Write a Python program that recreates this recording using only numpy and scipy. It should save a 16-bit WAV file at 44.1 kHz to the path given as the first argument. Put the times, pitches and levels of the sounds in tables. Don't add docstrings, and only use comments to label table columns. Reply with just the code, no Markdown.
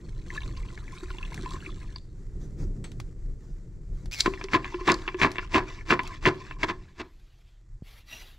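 import sys
import numpy as np
from scipy import signal
from scipy.fft import rfft, irfft
from scipy.io import wavfile
from scipy.ndimage import uniform_filter1d

SR = 44100
rng = np.random.default_rng(int(sys.argv[2]) if len(sys.argv) > 2 else 0)


def wav_record(signal):
    frames = np.transpose(np.atleast_2d(signal))
    bounded = np.clip(frames, -1, 1)
    quanta = np.round(bounded * 32767).astype(np.int16)
    wavfile.write(sys.argv[1], SR, quanta)


N = 369558
SIZE = 4096
EDGE_HZ = 15750

# time in seconds, level in dB before FAINTER_DB is added.
FLAME_STRENGTH = [(0, -49), (.62, -40), (1.05, -51), (1.38, -42), (2.1, -49), (2.5, -41.5), (2.62, -33),
                  (2.76, -41), (3.22, -49), (3.42, -47.5), (3.8, -50.5), (3.95, -41), (4.15, -51)]
# time in seconds, peak in dB.
TWIG_TICKS = [(1.3433, -37), (2.917, -47.5), (3.0006, -36), (4.058, -45), (5.316, -36.5), (6.033, -43),
              (6.075, -39.5)]
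# frequency in Hz, relative spectral level in dB.
RUMBLE_COLOUR = [(12, -9), (30, 9), (60, -6), (130, -10.5), (250, -88)]
FLUTTER_COLOUR = [(50, -7.5), (110, 1), (165, 1), (230, -10.5), (370, -8.5), (560, -24.5), (2000, -69)]
HISS_SPECTRUM = [(200, -10), (700, -3), (1900, -4), (3300, -14), (7500, -7), (10700, -26), (12300, -23),
                 (15500, -44)]
USUAL_FLAME_DB, RUMBLE_DB, RUMBLE_FOLLOWS, HISS_DB, HISS_FOLLOWS = -47, -38, 0.6, -70, 0.36
FADE_START_S, FADE_END_S, FAINTER_DB, NARROW_DB = 6.69, 7.07, -15.5, -20.5

# time in seconds, level in dB before POUR_DB is added.
CRUMB_FLOW = [(.04, -58), (.24, -56.5), (.36, -42), (.52, -51.5), (.76, -52), (.92, -46), (1.16, -48),
              (1.36, -46), (1.65, -43), (1.73, -54.5), (1.93, -55)]
POUR_DB, POUR_STOP_DB_PER_S = -5, 183
# time in seconds, peak in dB, pitch of the tap in Hz.
LARGE_LUMPS = [(.303, -31.5, 2080), (.36, -35.5, 1180), (.376, -33, 1600), (.5715, -41, 4500),
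               (.776, -37.5, 1870), (.879, -37.5, 2100), (1.104, -35, 1250), (1.184, -36.5, 3140),
               (1.229, -37.5, 2750), (1.376, -35.5, 1730), (1.459, -31, 980), (1.661, -38, 2280),
               (1.96, -33.5, 4650)]
SMALL_LUMP_COUNT, SMALL_LUMP_DB = 60, 10
DUST_DB = -6.5
SKITTER_DB, HELD_RING = -29, 0.044
# frequency in Hz, relative level in dB, T60 in seconds.
LADLE_MODES = [(3990, -12, 0.23), (4360, -7, 0.24), (6320, -2, 0.14), (7780, 5.5, 0.087), (8660, 3, 0.08)]
# time in seconds, peak of the ring in dB.
LADLE_CLINKS = [(2.8415, -46)]
# start in seconds, end in seconds, gain in dB.
GROUND_SCUFFS = [(2.39, 2.48, -61), (2.56, 2.67, -56), (3.37, 3.56, -67), (3.91, 4.1, -65)]
# frequency in Hz, relative spectral level in dB.
SCUFF_SPECTRUM = [(1400, 3.5), (3200, -8), (6500, -0.5), (11000, -21.5)]

# frequency in Hz, width in Hz, level in dB over the wall sound before any ring_db.
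BOTTLE_MODES = [(329.3, 25, 12), (363, 20.2, 18), (676, 30, 3.5), (1031.6, 67, 16), (1717, 73, 6),
                (2005, 52, -0.5), (2322, 100, 0), (2654, 190, 2.5), (3436, 34, 2)]
# frequency in Hz, gain in dB.
WALL_COLOUR = [(40, -3.5), (110, 2.5), (300, -3), (600, -6.5), (1100, -3.5), (2200, 1), (3200, -5.5),
               (4500, -9.5), (8000, -27), (9700, -44.5), (12000, -41.5), (15500, -54.5)]

# time in seconds, gain in dB, pitch of the rim in Hz.
RIM_SCRAPE = [(4.106, -97.5, 2150), (4.114, -45, 2260), (4.135, -39.5, 2630), (4.175, -44, 2190),
              (4.195, -31.5, 2230), (4.222, -47, 2200), (4.31, -100, 2200)]
# multiple of its pitch, width in Hz, gain in dB.
RIM_RESONANCES = [(1, 140, 1.5), (1.95, 258.5, -4)]
# frequency in Hz, relative spectral level in dB.
RIM_GRIT_COLOUR = [(1000, -12.5), (4100, -2), (8000, -10), (10500, -26.5), (15500, -36)]
RIM_GRIT_DB = -5

# time in seconds, peak in dB, pitch in Hz.
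WALL_SNAPS = [(4.202, -22, 4000), (4.2056, -11.5, 4240), (4.44, -33.5, 4570), (4.918, -21, 4390),
              (4.942, -27, 4270)]
# time in seconds, peak in dB, rebound in dB against the tap.
SIDE_TAPS = [(4.337, -30.5, -12), (4.412, -31, -26.5), (4.485, -36, -23), (4.644, -28.5, -6.5),
             (5.078, -24.5, -1), (5.357, -30.5, -7.5), (5.383, -23.5, -5), (5.992, -21, -8),
             (6.51, -32.5, -19)]
REBOUND_S = 0.0094
# time in seconds, peak of the air tone in dB, pitch in Hz.
BOTTLE_BUMPS = [(4.441, -32.5, 385), (4.743, -28.5, 357), (4.81, -34, 365), (5.144, -28.5, 366)]
BUMP_RISE_S, BUMP_T60_S = 0.0041, 0.082

# start in seconds, length in seconds, grinding level in dB,
# time it bottoms out in seconds, peak of the thud in dB.
STICK_STROKES = [(4.258, 0.023, -25.5, 4.276, -15.5), (4.531, 0.047, -23, 4.555, -19),
                 (4.871, 0.069, -22, 4.9, -18.5), (5.214, 0.068, -22.5, 5.25, -18),
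                 (5.537, 0.067, -22.5, 5.555, -17), (5.898, 0.056, -22.5, 5.927, -16.5),
                 (6.254, 0.05, -21, 6.272, -14.5), (6.629, 0.025, -24, 6.634, -24.5),
                 (6.683, 0.043, -31, 6.7, -33.5), (6.996, .032, -36, 7.005, -36.5)]
# time in seconds, peak in dB, pitch in Hz.
HARD_CRACKS = [(4.26, -16.5, 1550), (4.533, -19, 1700), (4.547, -14.5, 1200), (4.883, -13.5, 1050),
               (4.897, -15, 2000), (5.215, -15, 2050), (5.234, -16.5, 1900), (5.247, -13.5, 1300),
               (5.544, -16.5, 2200), (5.557, -15, 1100), (5.905, -15.5, 1900), (5.924, -13.5, 1350),
               (6.254, -14, 2200), (6.266, -13.5, 2300), (6.631, -23, 2100), (6.699, -22.5, 1750)]
CRACK_PUSH_DB = -11
LIFT_WAIT_S, LIFT_PAUSE_S, LIFT_DB = .012, 0.036, -22.5
# start in seconds, end in seconds, gain in dB.
WALL_CHATTERS = [(4.77, 4.84, -40), (5.182, 5.22, -28)]
CHATTER_HZ, CHATTER_WIDTH_HZ = 1045, 60

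# start in seconds, end in seconds, gain in dB.
HISS_AND_SWISHES = [(6.7, 7.75, -68.5), (7.81, 8.06, -55.5), (8, 8.43, -55.5)]
# frequency in Hz, relative spectral level in dB.
SWISH_COLOUR = [(300, 0), (1400, -2.5), (2800, 6), (6000, -7.5), (8500, -18), (11500, -6.5), (15500, -17)]
BUMP_S, BUMP_DB = 7.822, -32.5
# mean frequency in Hz, gain in dB, nominal T60 in seconds.
POT_MODES = [(1970, -2, .04), (2360, -4, .03), (2750, 7.5, .03), (3850, -3, .02), (5770, 2, .06)]
DRAG_START_S, DRAG_END_S, DRAG_DB = 8.05, 8.28, -46

# frequency in Hz, T60 in seconds.
SHELTER_DECAY = [(150, 0.87), (1000, 0.086), (8000, 0.41)]
SHELTER_DB = -14.0
# frequency in Hz, left lead in radians, left-right difference in dB, likeness from 0 to 1.
PORT_RELATION = [(200, 0, .2, .98), (1100, -.3, .3, .99), (2100, -.8, 2.5, .98), (3000, -1.9, -1.5, .9),
                 (3400, -.15, -3, .98), (4600, -.1, 1, .98), (8500, -.8, 2.5, .75), (12000, -.8, 7, .5)]


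def amp(db):
    return 10 ** (np.asarray(db) / 20)


def unit(x):
    return x / np.sqrt(np.mean(x ** 2) + 1e-20)


def read(points, hz, axis=1):
    points = np.asarray(points)
    return np.interp(np.log(hz + 1), np.log(points[:, 0] + 1), points[:, axis])


def level(curve):
    return np.interp(np.arange(N) / SR, *np.transpose(curve))


def add(mix, s, sound):
    start = max(round(s * SR), 0)
    part = mix[:, start:][:, :sound.shape[1]]
    part += sound[:, :part.shape[1]]


def drift(per_s):
    at = np.arange(N) / SR * per_s
    return unit(np.interp(at, np.arange(SIZE), rng.standard_normal(SIZE)))


def colour(points):
    log_gain = np.log(amp(read(points, abs(np.fft.fftfreq(SIZE, 1 / SR)))))
    return np.fft.ifft(np.exp(np.conj(signal.hilbert(log_gain)))).real


def through(x, response):
    return signal.fftconvolve(x, np.atleast_2d(response), axes=1)[:, :x.shape[1]]


def band(x, lo_hz, hi_hz):
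    edges = [lo_hz, min(hi_hz, SR / 2 - 1)]
    return signal.sosfilt(signal.butter(2, edges, "band", fs=SR, output="sos"), x)


def resonate(x, hz, width_hz):
    turn = np.exp(2j * np.pi * np.cumsum(hz * np.ones(N)) / SR)
    r = np.exp(-np.pi * width_hz / SR)
    return 2 * (turn * signal.lfilter([1 - r], [1, -r], x / turn)).real


def pair(z):
    hz = np.fft.rfftfreq(z.shape[1], 1 / SR)
    a, b = rfft(z)
    same = np.clip(read(PORT_RELATION, hz, axis=3), 0, 1)
    common = a * np.sqrt((1 + same) / 2)
    apart = b * np.sqrt((1 - same) / 2)
    lean = amp(read(PORT_RELATION, hz, axis=2) / 2) * np.exp(.5j * read(PORT_RELATION, hz))
    return irfft(np.array([(common + apart) * lean, (common - apart) / lean]), z.shape[1])


def noise(points):
    return unit(through(pair(rng.standard_normal((2, N))), colour(points)))


def grains(count, per_s, spread_db):
    size = amp(spread_db * np.minimum(rng.exponential(1, (2, count)), 4))
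    sign = rng.choice([-1, 1], (2, count))
    return pair(size * sign * (rng.random((2, count)) < per_s / SR))


def crack(t60, crumble_db):
    t = np.arange(SIZE) / SR
    burst = amp(-60 * t / .014) * np.minimum(t / .0004, 1)
    return pair(rng.standard_normal((2, SIZE)) * (burst + amp(crumble_db - 60 * t / t60)))


def peaked(x, db, size=60):
    return x * amp(db) / np.sqrt(uniform_filter1d(x.mean(0) ** 2, size).max() + 1e-20)


def swells(rows):
    out = np.zeros((1, N))
    for start, end, db in rows:
        shape = signal.windows.tukey(max(int((end - start) * SR), 2), .7)
        add(out, start, amp(db) * shape[None])
    return out


def patchy(x, depth_db):
    z = signal.stft(x, nperseg=512, noverlap=384)[2]
    patch = np.outer(np.hanning(5), np.hanning(22))
    field = signal.oaconvolve(rng.standard_normal(z.shape[1:]), patch, "same")
    gain = unit(amp(depth_db * unit(field)))
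    return signal.istft(z * gain, nperseg=512, noverlap=384)[1][:, :N]


def fire():
    flame_db = level(FLAME_STRENGTH) + level([(FADE_START_S, 0), (FADE_END_S, FAINTER_DB)])
    flare_db = flame_db - USUAL_FLAME_DB
    lumpy = amp(2 * drift(12) - .5)
    out = noise(RUMBLE_COLOUR) * amp(RUMBLE_DB + RUMBLE_FOLLOWS * flare_db) * lumpy
    out += noise(FLUTTER_COLOUR) * amp(flame_db) * amp(2.5 * drift(22) - 1)
    hiss = noise(HISS_SPECTRUM) * amp(1.3 * drift(25))
    bursts = through(grains(N, 110, 3), crack(.04, -15)[:1])
    crackle = unit(through(bursts, colour(HISS_SPECTRUM)))
    out += (hiss + crackle / 2) * amp(HISS_DB + HISS_FOLLOWS * flare_db)
    for s, db in TWIG_TICKS:
        add(out, s, peaked(band(crack(0.089, -14.0), 500, 5650), db))
    return out


def bottle(tuning=1, ring_db=0):
    t = np.arange(SIZE) / SR
    response = (t == 0).astype(float)
    for hz, width, db in BOTTLE_MODES:
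        size = amp(db + ring_db) * 2 * np.pi * width / SR
        response += size * np.exp(-np.pi * width * t) * np.cos(2 * np.pi * hz * tuning * t)
    return through(response[None], colour(WALL_COLOUR))


def bowl(ring_share=1):
    t = np.arange(2 * SIZE) / SR
    return sum(amp(db - 60 * t / (t60 * ring_share)) * np.sin(2 * np.pi * hz * t)
               for hz, db, t60 in LADLE_MODES)


def crumbs(per_s, spread_db, tilt_db):
    t, taps = np.arange(SIZE // 8) / SR, np.zeros((2, N))
    pitches = np.geomspace(900, 11000, num=18)
    for hz in pitches:
        size = amp(spread_db * np.minimum(rng.exponential(1, N), 3))
        falls = (rng.random(N) < per_s / len(pitches) / SR) * size
        tap = np.exp(-t * hz / 6) * np.sin(2 * np.pi * hz * t)
        tilt = amp(tilt_db * np.log2(hz / pitches[0]))
        taps[0] += signal.oaconvolve(falls, unit(tap))[:N] * tilt
    return unit(pair(taps))


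def lump(body, db, hz):
    blow = crack(.04, -11)
    return peaked(through(band(blow, hz / 1.15, hz * 1.15) + .17 * blow, body), db)


def pouring():
    first_s, last_s = CRUMB_FLOW[1][0], CRUMB_FLOW[-1][0]
    body = bottle(ring_db=1.0)
    empty_s = np.maximum(np.arange(N) / SR - last_s, 0)
    flow = amp(level(CRUMB_FLOW) + POUR_DB - POUR_STOP_DB_PER_S * empty_s)
    landing = unit(through(crumbs(750, 4.7, 1.2), body)) * flow
    skitter = unit(band(through(grains(N, 260, 5), bowl(HELD_RING)), 2500, 5200))
    skitter *= flow ** 0.54 * amp(SKITTER_DB)
    hollow = unit(band(through(grains(N, 60, 8.4), body), 250, 402)) * flow * amp(-2.5)
    dust = unit(through(grains(N, 5000, 2.5), colour(HISS_SPECTRUM))) * flow * amp(DUST_DB)
    out = (landing + skitter + hollow + dust) * amp(2.5 * drift(55) - 1)
    for s, db, hz in LARGE_LUMPS:
        add(out, s, lump(body, db, hz))
    for when, size, pitch in rng.random((SMALL_LUMP_COUNT, 3)):
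        s = first_s + when * (last_s - first_s)
        hz = 1050 * 4.2 ** pitch
        add(out, s, lump(body, SMALL_LUMP_DB * size, hz) * flow[round(s * SR)])
    return out


def scuffing():
    return noise(SCUFF_SPECTRUM) * swells(GROUND_SCUFFS)


def ladle():
    out = np.zeros((2, N))
    for s, db in LADLE_CLINKS:
        add(out, s, peaked(pair(np.outer([1, 0], bowl())), db))
        add(out, s, peaked(band(crack(0.13, -1), 470, 3500), db + 4))
    return out


def scraping():
    curve, slips = np.array(RIM_SCRAPE), grains(N, 1800, 3.6)
    hz = level(curve[:, [0, 2]])
    ring = unit(sum(amp(db) * resonate(slips, hz * k, width) for k, width, db in RIM_RESONANCES))
    grit = unit(through(slips, colour(RIM_GRIT_COLOUR)))
    return (ring + amp(RIM_GRIT_DB) * grit) * amp(level(curve[:, :2]))


def boom(body, db):
    return peaked(band(through(crack(0.017, -18.0), body), 110, 470), db)


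def clack(body, db):
    return peaked(band(through(crack(0.083, -17), body), 640, 3200), db)


def snap(db, hz):
    click = crack(.07, -25)
    broad = band(band(click, 2000, 7500), 1500, 9000)
    return peaked(band(click, hz / 1.15, hz * 1.15) + 0.33 * broad, db)


def knocking():
    out, t = np.zeros((2, N)), np.arange(2 * SIZE) / SR
    for s, db, rebound_db in SIDE_TAPS:
        body = bottle(1 + .02 * rng.standard_normal(), ring_db=1.0)
        add(out, s, clack(body, db) + boom(body, db - 12.0))
        add(out, s + REBOUND_S, clack(body, db + rebound_db))
    for s, db, hz in BOTTLE_BUMPS:
        envelope = (1 - np.exp(-t / BUMP_RISE_S)) * amp(-60 * t / BUMP_T60_S)
        air = envelope * np.sin(2 * np.pi * hz * t)
        add(out, s, peaked(air[None], db))
        add(out, s, clack(bottle(ring_db=6), db - 4.5))
    for s, db, hz in WALL_SNAPS:
        add(out, s, snap(db, hz))
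    return out


def crushing():
    out, lead = np.zeros((2, N)), .045
    t = np.arange(round(.35 * SR)) / SR - lead
    for s, length, db, *_ in STICK_STROKES:
        u = t / length
        push = np.clip(u / 0.14, 0, 1) * amp(-45 * np.maximum(u - .7, 0))
        grind = amp(-14.0 + 450 * np.minimum(t, 0) - 250 * np.maximum(t - length, 0))
        fine = grains(len(t), 5000, 4.5)
        packed = np.clip(u, 0, 1)
        dulled = fine * (1 - 0.78 * packed) + 0.87 * packed * band(fine, 48, 1500)
        drive = (push + grind) * dulled
        drive += 2.0 * grind * (1 - packed) * band(fine, 5000, 15000)
        sound = through(drive, bottle(1 + 0.017 * rng.standard_normal(), ring_db=-1.5))
        during = (u > 0) & (u < 1)
        add(out, s - lead, sound * amp(db) / sound.mean(0)[during].std())
    return out


def pounding():
    out = np.zeros((2, N))
    for s, db, hz in HARD_CRACKS:
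        blow = band(through(crack(0.045, -15.5), bottle()), hz / 1.48, hz * 1.36)
        add(out, s, peaked(blow, db) + boom(bottle(), db + CRACK_PUSH_DB))
    for *_, s, db in STICK_STROKES:
        add(out, s, boom(bottle(1 + .03 * rng.standard_normal(), ring_db=2.5), db))
    return out


def lifts():
    rows = []
    for (s, length, *_), (next_s, _, next_db, *_) in zip(STICK_STROKES, STICK_STROKES[1:]):
        rows.append((s + length + LIFT_WAIT_S, next_s - LIFT_PAUSE_S, next_db + LIFT_DB))
    return swells(rows)


def rubbing():
    slips = grains(N, 3000, 2.8)
    loose = unit(through(crumbs(220, 5, -1.5), bottle()))
    bright = slips + 2 * band(slips, 5000, 14000)
    inside = unit(through(bright, bottle())) * amp(2 * drift(70) - .5)
    once = resonate(slips, CHATTER_HZ, CHATTER_WIDTH_HZ)
    chatter = unit(resonate(once, CHATTER_HZ, 2 * CHATTER_WIDTH_HZ))
    return (.7 * inside + .65 * loose) * lifts() + (chatter + .4 * inside) * swells(WALL_CHATTERS)


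def handling():
    swish, loudness = noise(SWISH_COLOUR), swells(HISS_AND_SWISHES)
    fizz = signal.sosfiltfilt(signal.butter(4, 8500, "high", fs=SR, output="sos"), swish)
    brightened = swish - fizz + fizz * np.sqrt(loudness / amp(-57))
    out = patchy(brightened, 3) * loudness * amp(1.5 * drift(80))
    bump = band(band(np.eye(1, SIZE), 42, 184), 13, 700)
    add(out, BUMP_S, peaked(bump, BUMP_DB))
    return out


def pot():
    grit, tuning = grains(N, 2000, 3), 1 + .015 * drift(30)
    ring = sum(amp(db) * resonate(grit, hz * tuning, 2.2 / t60) for hz, db, t60 in POT_MODES)
    drag = swells([(DRAG_START_S, DRAG_END_S, DRAG_DB)])
    return (unit(ring) + .7 * noise(SWISH_COLOUR)) * drag * amp(2 * drift(50))


def shelter(x):
    count = SR // 2
    taps = rng.standard_normal((2, count)) * (rng.random((2, count)) < 3000 / SR)
    taps *= np.arange(count) > .005 * SR
    hz, t, z = signal.stft(pair(taps), SR, nperseg=256)
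    decay = amp(-60 * t / read(SHELTER_DECAY, hz)[:, None])
    tail = signal.istft(z * decay, SR, nperseg=256)[1]
    return through(x, tail / np.linalg.norm(tail[0]))


def narrowed(x):
    side = (x[0] - x[1]) / 2
    lower = signal.sosfiltfilt(signal.butter(4, 9000, fs=SR, output="sos"), side)
    lost = 1 - amp(level([(FADE_START_S, 0), (FADE_END_S, NARROW_DB)]))
    return x - np.outer([1, -1], lost * lower)


def scene():
    sliding = patchy(pouring() + rubbing(), 3.5)
    near = sliding + ladle() + scraping() + knocking() + crushing() + pounding()
    ground = patchy(scuffing() + pot(), 4)
    return narrowed(fire() + near + amp(SHELTER_DB) * shelter(near) + handling() + ground)


def record(dry):
    low_pass = signal.firwin(511, EDGE_HZ, window=("kaiser", 9), fs=SR)
    return signal.oaconvolve(dry, low_pass[None], "same")


dry = scene()
out = record(dry)
wav_record(out)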